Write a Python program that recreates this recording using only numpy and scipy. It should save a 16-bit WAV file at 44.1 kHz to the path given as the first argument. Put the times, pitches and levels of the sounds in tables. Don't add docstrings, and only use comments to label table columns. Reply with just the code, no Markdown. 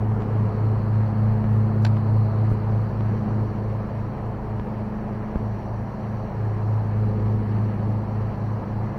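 import sys
import numpy as np
from scipy import signal
from scipy.fft import rfft, irfft, next_fast_len
from scipy.io import wavfile
from scipy.ndimage import uniform_filter1d

SR = 44100
rng = np.random.default_rng(int(sys.argv[2]) if len(sys.argv) > 2 else 0)


def amp(db):
    return 10 ** (np.asarray(db, float) / 20)


def write(x):
    x = np.atleast_2d(x).T
    wavfile.write(sys.argv[1], SR, np.round(np.clip(x, -1, 1) * 32767).astype(np.int16))


N = 396018

# time in seconds, level in dB, brightness in dB.
BREEZE = [(0.0, -75, 11.5), (0.45, -66, 8), (1.0, -65, 4.5), (1.5, -67.5, 5.5), (2.3, -62.5, 2.5),
          (2.7, -66.5, 8), (3.3, -66, 11.5), (4.3, -70.5, 10), (5.15, -71, 13), (5.6, -68.5, 15),
          (7.1, -67, 9.5), (8.98, -68, 12)]
# frequency in Hz, width in Hz, level in dB.
CASE_MODES = [(4080, 500, -1), (4520, 480, -1), (5750, 800, -8), (7250, 450, -11), (10400, 2200, -16)]
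# start in seconds, peak in dB, decay in ms, case over body
# in dB.
REEL_CLICKS = [
    (1.8490, -15, 2.4, -12),
    (1.8534, -21, 1.4, -21),
    (1.865, -24, 3, -15),
    (1.8712, -34.5, 4.7, -12),
]
# frequency in Hz, width in Hz, level in dB.
REEL_BODY = [(477, 180, 3.5), (760, 160, 2.5), (1500, 140, 1), (2200, 190, -12.5), (3400, 990, -25)]
# start in seconds, peak in dB, push length in ms, rebound share.
ROD_KNOCKS = [
    (0.2212, -26.5, 0.11, 0.082),
    (1.011, -25, 0.34, 0.38),
    (1.4423, -16, 0.36, 0.3),
    (1.9699, -21, 0.19, 0.29),
    (2.516, -12, .7, 0.71),
    (3.008, -18, 0.26, 0.28),
    (4.5978, -19.5, 0.21, 0.59),
    (5.3575, -11, 0.6, 0.66),
    (7.7962, -23, 0.36, 0.26),
]
# frequency in Hz, density in dB per Hz.
RUMBLE_COLOUR = [(6, -17), (14, -13), (24, 1), (40, -3.5), (70, -5), (95, -0.5), (125, 3), (150, -8),
                 (190, 2), (250, -5), (330, -6.5), (520, -6)]
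BODY_COLOUR = [(450, -17.5), (560, -1), (800, -1.5), (1000, -3.5), (1100, -18.5)]
EDGE_COLOUR = [(900, -11), (1050, 2), (1300, -2), (1500, -9), (1700, -22)]
TOP_COLOUR = [(1400, -8), (1650, 2.5), (2000, -3.5), (2600, -10.5), (3000, -13.5), (3500, -22.5),
              (5500, -26), (8000, -42)]
# time in seconds, level in dB.
GRASS_LOAD = [(0.0, 0), (0.3, 3), (1.0, 0.5), (2.3, -2), (3.3, 3), (4.0, -1.5), (5.7, -1), (6.3, -2),
              (7.2, -0.5), (8.98, 0)]
# time in seconds, throbs per second.
BELT_SLIP = [(0.0, 3.045), (0.6, 3.467), (1.55, 3.32), (2.55, 3.444), (2.95, 3.141), (3.7, 3.062),
             (4.55, 4.239), (5.05, 2.479), (5.55, 3.553), (6.0, 2.627), (6.45, 3.513), (7.95, 3.294),
             (8.2, 3.571), (8.98, 3.141)]
# time in seconds, level in dB.
BLADE_HUM = [(0.0, -25), (0.4, -22.4), (1.4, -20.5), (2.2, -19.5), (2.8, -24), (3.6, -27), (4.25, -37.5),
             (4.6, -34), (5.08, -43.5), (5.45, -29), (6.05, -38.5), (6.6, -23), (7.2, -22.5), (7.8, -25),
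             (8.4, -29), (8.98, -32)]
# time in seconds,
# second multiple in dB, fourth multiple in dB.
FAR_BLADE_SWELL = [(0.0, 2.5, 7), (0.5, 2.5, 3), (1.2, 4, -1.5), (1.7, 4.5, 2), (2.5, 5, 2), (2.9, -1, 2),
                   (3.3, 2.5, -5), (3.7, -4.5, 3), (4.1, 0, -4), (4.9, 2.5, 3.5), (5.75, -7, -9.5),
                   (6.1, 3, -8), (6.5, -6.5, 0), (7.0, -0.5, 3.5), (7.4, -0.5, -1), (8.1, 2, -2),
                   (8.98, -3.5, -4)]
# multiple of the pass rate, level in dB, wander in dB.
BLADE_OVERTONES = [(3, -48, 2), (5, -52, 3.5), (6, -56.5, 2.5)]
# time in seconds, firing cycle in Hz, loudness in dB.
ENGINE = [(0.0, 27.557, -32), (0.85, 27.694, -31), (2.0, 27.672, -29.3), (2.85, 27.656, -31.2),
          (3.7, 27.452, -33.4), (4.95, 27.593, -34.7), (5.55, 27.567, -36), (6.3, 27.534, -33.5),
          (7.45, 27.484, -33), (8.98, 27.5, -33.1)]
# multiple of the firing cycle, level in dB, wander in dB.
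WEAK_ORDERS = [(1, -47, 1.9), (2, -39.5, 2), (3, -46.5, -0.5), (6, -47, 4), (8, -53, 4.5), (9, -52.5, 3.5),
               (10, -58, -0.5), (12, -56, 2.5), (13, -51, 0.5), (14, -51, 4), (19, -53.5, 5)]
# frequency in Hz, step over the band's rms in dB.
GRAIN_STEP = [(1500, -16), (3000, -2), (5000, 7.5), (7000, 9), (15000, 9)]


def rms_one(x):
    return x / np.sqrt(np.mean(x ** 2) + 1e-20)


def in_time(rows):
    s, *columns = np.transpose(rows)
    return [np.interp(np.arange(N) / SR, s, c) for c in columns]


def at_hz(points, hz):
    point_hz, db = np.transpose(points)
    return np.interp(np.log(hz), np.log(point_hz), db)


def drift(rate):
    r = np.exp(-80 * np.pi * rate / SR)
    steps = rng.standard_normal(N // 40 + 2002)
    slow = signal.lfilter([1], [1, -2 * r, r * r], steps)[2000:]
    return np.interp(np.arange(N) / 40, np.arange(len(slow)), rms_one(slow))


def noise(spectrum, patchy_db):
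    size = next_fast_len(N)
    hz = np.arange(size // 2 + 1) * SR / size + 1e-3
    low, high = spectrum[0][0], spectrum[-1][0]
    inside = (hz > low) * (hz < high)
    coloured = amp(at_hz(spectrum, hz)) * inside * rfft(rng.standard_normal(size))
    octave = np.log2(hz / low)
    out = np.zeros(N)
    for k in range(int(np.log2(high / low)) + 2):
        band = irfft(coloured * np.clip(1 - abs(octave - k), 0, 1), size)[:N]
        out += amp(patchy_db * drift(11)) * band
    return rms_one(out)


def turns(hz):
    return np.cumsum(hz) / SR


def tone(cycles, level_db):
    return np.sqrt(2) * amp(level_db) * np.cos(2 * np.pi * cycles)


def wandering(cycles, table, rate):
    out = np.zeros(N)
    for k, db, wander_db in table:
        level_db = db + min(wander_db, 3) * drift(rate)
        out += tone(k * cycles + rng.random(), level_db)
    return out


def resonate(x, hz, width_hz):
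    r = np.exp(-np.pi * width_hz / SR)
    poles = [1, -2 * r * np.cos(2 * np.pi * hz / SR), r * r]
    return signal.lfilter([(1 - r * r) / 2, 0, (r * r - 1) / 2], poles, x)


def modes(x, table):
    out = 0
    for k, (hz, width_hz, db) in enumerate(table):
        out = out + (-1) ** k * amp(db) * resonate(resonate(x, hz, width_hz), hz, width_hz)
    return out


def loudness_swing():
    db = in_time(ENGINE)[1]
    return db - db.mean()


def following(db, share, gust_db, load_share=0):
    return db + share * loudness_swing() + load_share * in_time(GRASS_LOAD)[0] + gust_db * drift(0.7)


def near_blade_cycles():
    return turns(4 * in_time(ENGINE)[0] - in_time(BELT_SLIP)[0])


def air():
    first_db, upper_db = in_time(BREEZE)
    white = rng.standard_normal(N)
    first = modes(white, CASE_MODES[:2])
    upper = amp(upper_db - 8.5) * modes(white, CASE_MODES[2:3])
    return amp(first_db - 0.5) * (first + upper) / np.std(first)


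def reel():
    out = np.zeros(N)
    dull = signal.butter(4, 4300, fs=SR, output="sos")
    for s, db, ms, case_db in REEL_CLICKS:
        burst = rng.standard_normal(2000) * np.exp(-np.arange(2000) / SR / (ms / 1000))
        body, case = np.zeros(2000), np.zeros(2000)
        for hz, width_hz, d in REEL_BODY:
            body += amp(d) * rms_one(resonate(burst, hz, width_hz)) * np.sqrt(width_hz)
        for k, (hz, width_hz, d) in enumerate(CASE_MODES):
            case += (-1) ** k * amp(d) * rms_one(modes(burst, [(hz, width_hz, 0)]))
        body = rms_one(signal.sosfilt(dull, body))
        at = round(s * SR)
        out[at:at + 2000] += amp(db - 20) * (body + amp(case_db) * case)
    return out


def knocks():
    out = np.zeros(N)
    t = np.arange(1500) / SR * 1000
    back = (t / 4.5) ** 3 * np.exp(3 - 3 * t / 4.5)
    for s, db, ms, rebound in ROD_KNOCKS:
        push = t / ms * np.exp(1 - t / ms)
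        soft = signal.butter(2, 900 / ms, fs=SR, output="sos")
        at = round(s * SR)
        out[at:at + 1500] += amp(db) * signal.sosfilt(soft, rebound * back - push)
    return out


def roar(chop=0.08):
    chopped = 1 + chop * np.cos(2 * np.pi * near_blade_cycles())
    body_db = following(-40, share=0.2, gust_db=0.18, load_share=-0.1)
    edge_db = following(-47, share=0.55, gust_db=0.5, load_share=0.1) + 0.5
    top_db = following(-54.5, share=0, gust_db=-0.45, load_share=0.14) + 2.0
    rumble_db = -36 + following(1.2, share=0.1, gust_db=0.55, load_share=0.97)
    body = amp(body_db) * noise(BODY_COLOUR, patchy_db=1.1)
    edge = amp(edge_db) * noise(EDGE_COLOUR, patchy_db=1.1)
    top = amp(top_db) * noise(TOP_COLOUR, patchy_db=1.13)
    rumble = amp(rumble_db) * noise(RUMBLE_COLOUR, patchy_db=1.5)
    return rumble + chopped * (body + edge + top)


def blades():
    far = 3.873 * turns(in_time(ENGINE)[0])
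    in_step_s, slip_s, twin_share = 1.5, 3.88, 0.37
    behind = (np.arange(N) / SR - in_step_s) / slip_s
    second_swell, fourth_swell = in_time(FAR_BLADE_SWELL)
    throb_lead_turns = 0.252
    hum = tone(near_blade_cycles() + throb_lead_turns, in_time(BLADE_HUM)[0])
    out = hum + amp(0.33 * loudness_swing()) * wandering(far, BLADE_OVERTONES, rate=1.8)
    for k, db in (2, -35 + second_swell), (4, -45.5 + fourth_swell):
        start = rng.random()
        out += tone(k * far + start, db) + twin_share * tone(k * (far - behind) + start, db)
    return out


def engine():
    hz, fourth_db = in_time(ENGINE)
    cycles = turns(hz)
    from_middle_s = (np.arange(N) - N / 2) / SR
    fifth_db = following(-36, share=1.4, gust_db=-0.8)
    seventh_db = following(-41.5 + 0.5 * from_middle_s, share=-0.087, gust_db=1.9)
    strong = tone(4 * cycles, fourth_db)
    strong += tone(5 * cycles + rng.random(), fifth_db)
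    strong += tone(7 * cycles + rng.random(), seventh_db)
    return strong + amp(0.39 * loudness_swing()) * wandering(cycles, WEAK_ORDERS, rate=1.7)


def scene():
    return (air() + reel() + knocks() + roar() + blades() + engine())[None]


def camera_grain(x, size=1024, scatter_db=1.5, strain=0.255, strain_db=-64):
    k, n = np.arange(size) + 0.5, np.arange(2 * size) + 0.5
    window = np.sqrt(2 / size) * np.sin(np.pi * n / size / 2)
    basis = window * np.cos(np.pi / size * np.outer(k, n + size / 2))
    basis = basis.astype(np.float32)
    halves = np.pad(x.astype(np.float32), (size, 2 * size - N % size)).reshape(-1, size)
    frames = np.hstack([halves[:-1], halves[1:]])
    hz = k * SR / size / 2
    strained = np.clip((abs(frames).max(axis=1, keepdims=True) - strain) / 0.044, 0, 1)
    lines = (frames @ basis.T).astype(float)
    lines += strained * amp(strain_db) * rng.standard_normal((len(frames), size))
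    band_rms = np.sqrt(np.mean(lines.reshape(len(lines), -1, 32) ** 2, axis=2) + 1e-20)
    band_rms = np.minimum(band_rms, 2 * np.median(band_rms, axis=0))
    scatter = amp(scatter_db * rng.standard_normal(band_rms.shape))
    step = np.repeat(band_rms * scatter, 32, axis=1) * amp(at_hz(GRAIN_STEP, hz))
    rounded = step * np.sign(lines) * np.floor(abs(lines) / step + 0.4) * (hz < 15740)
    back = rounded.astype(np.float32) @ basis
    return (back[1:, :size] + back[:-1, size:]).ravel()[:N].astype(float)


def band_limit(x):
    return signal.sosfilt(signal.butter(12, 15890, fs=SR, output="sos"), x)


def record(dry):
    loudness = np.sqrt(uniform_filter1d(dry ** 2, size=2000) + 1e-9)
    hiss = amp(-72) * (1 + 6.5 * loudness) * rng.standard_normal(dry.shape)
    no_infra = signal.sosfilt(signal.butter(2, 18, "high", fs=SR, output="sos"), dry)
    mix = camera_grain((no_infra + hiss)[0])[None]
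    return band_limit(mix)


dry = scene()
out = record(dry)
write(out)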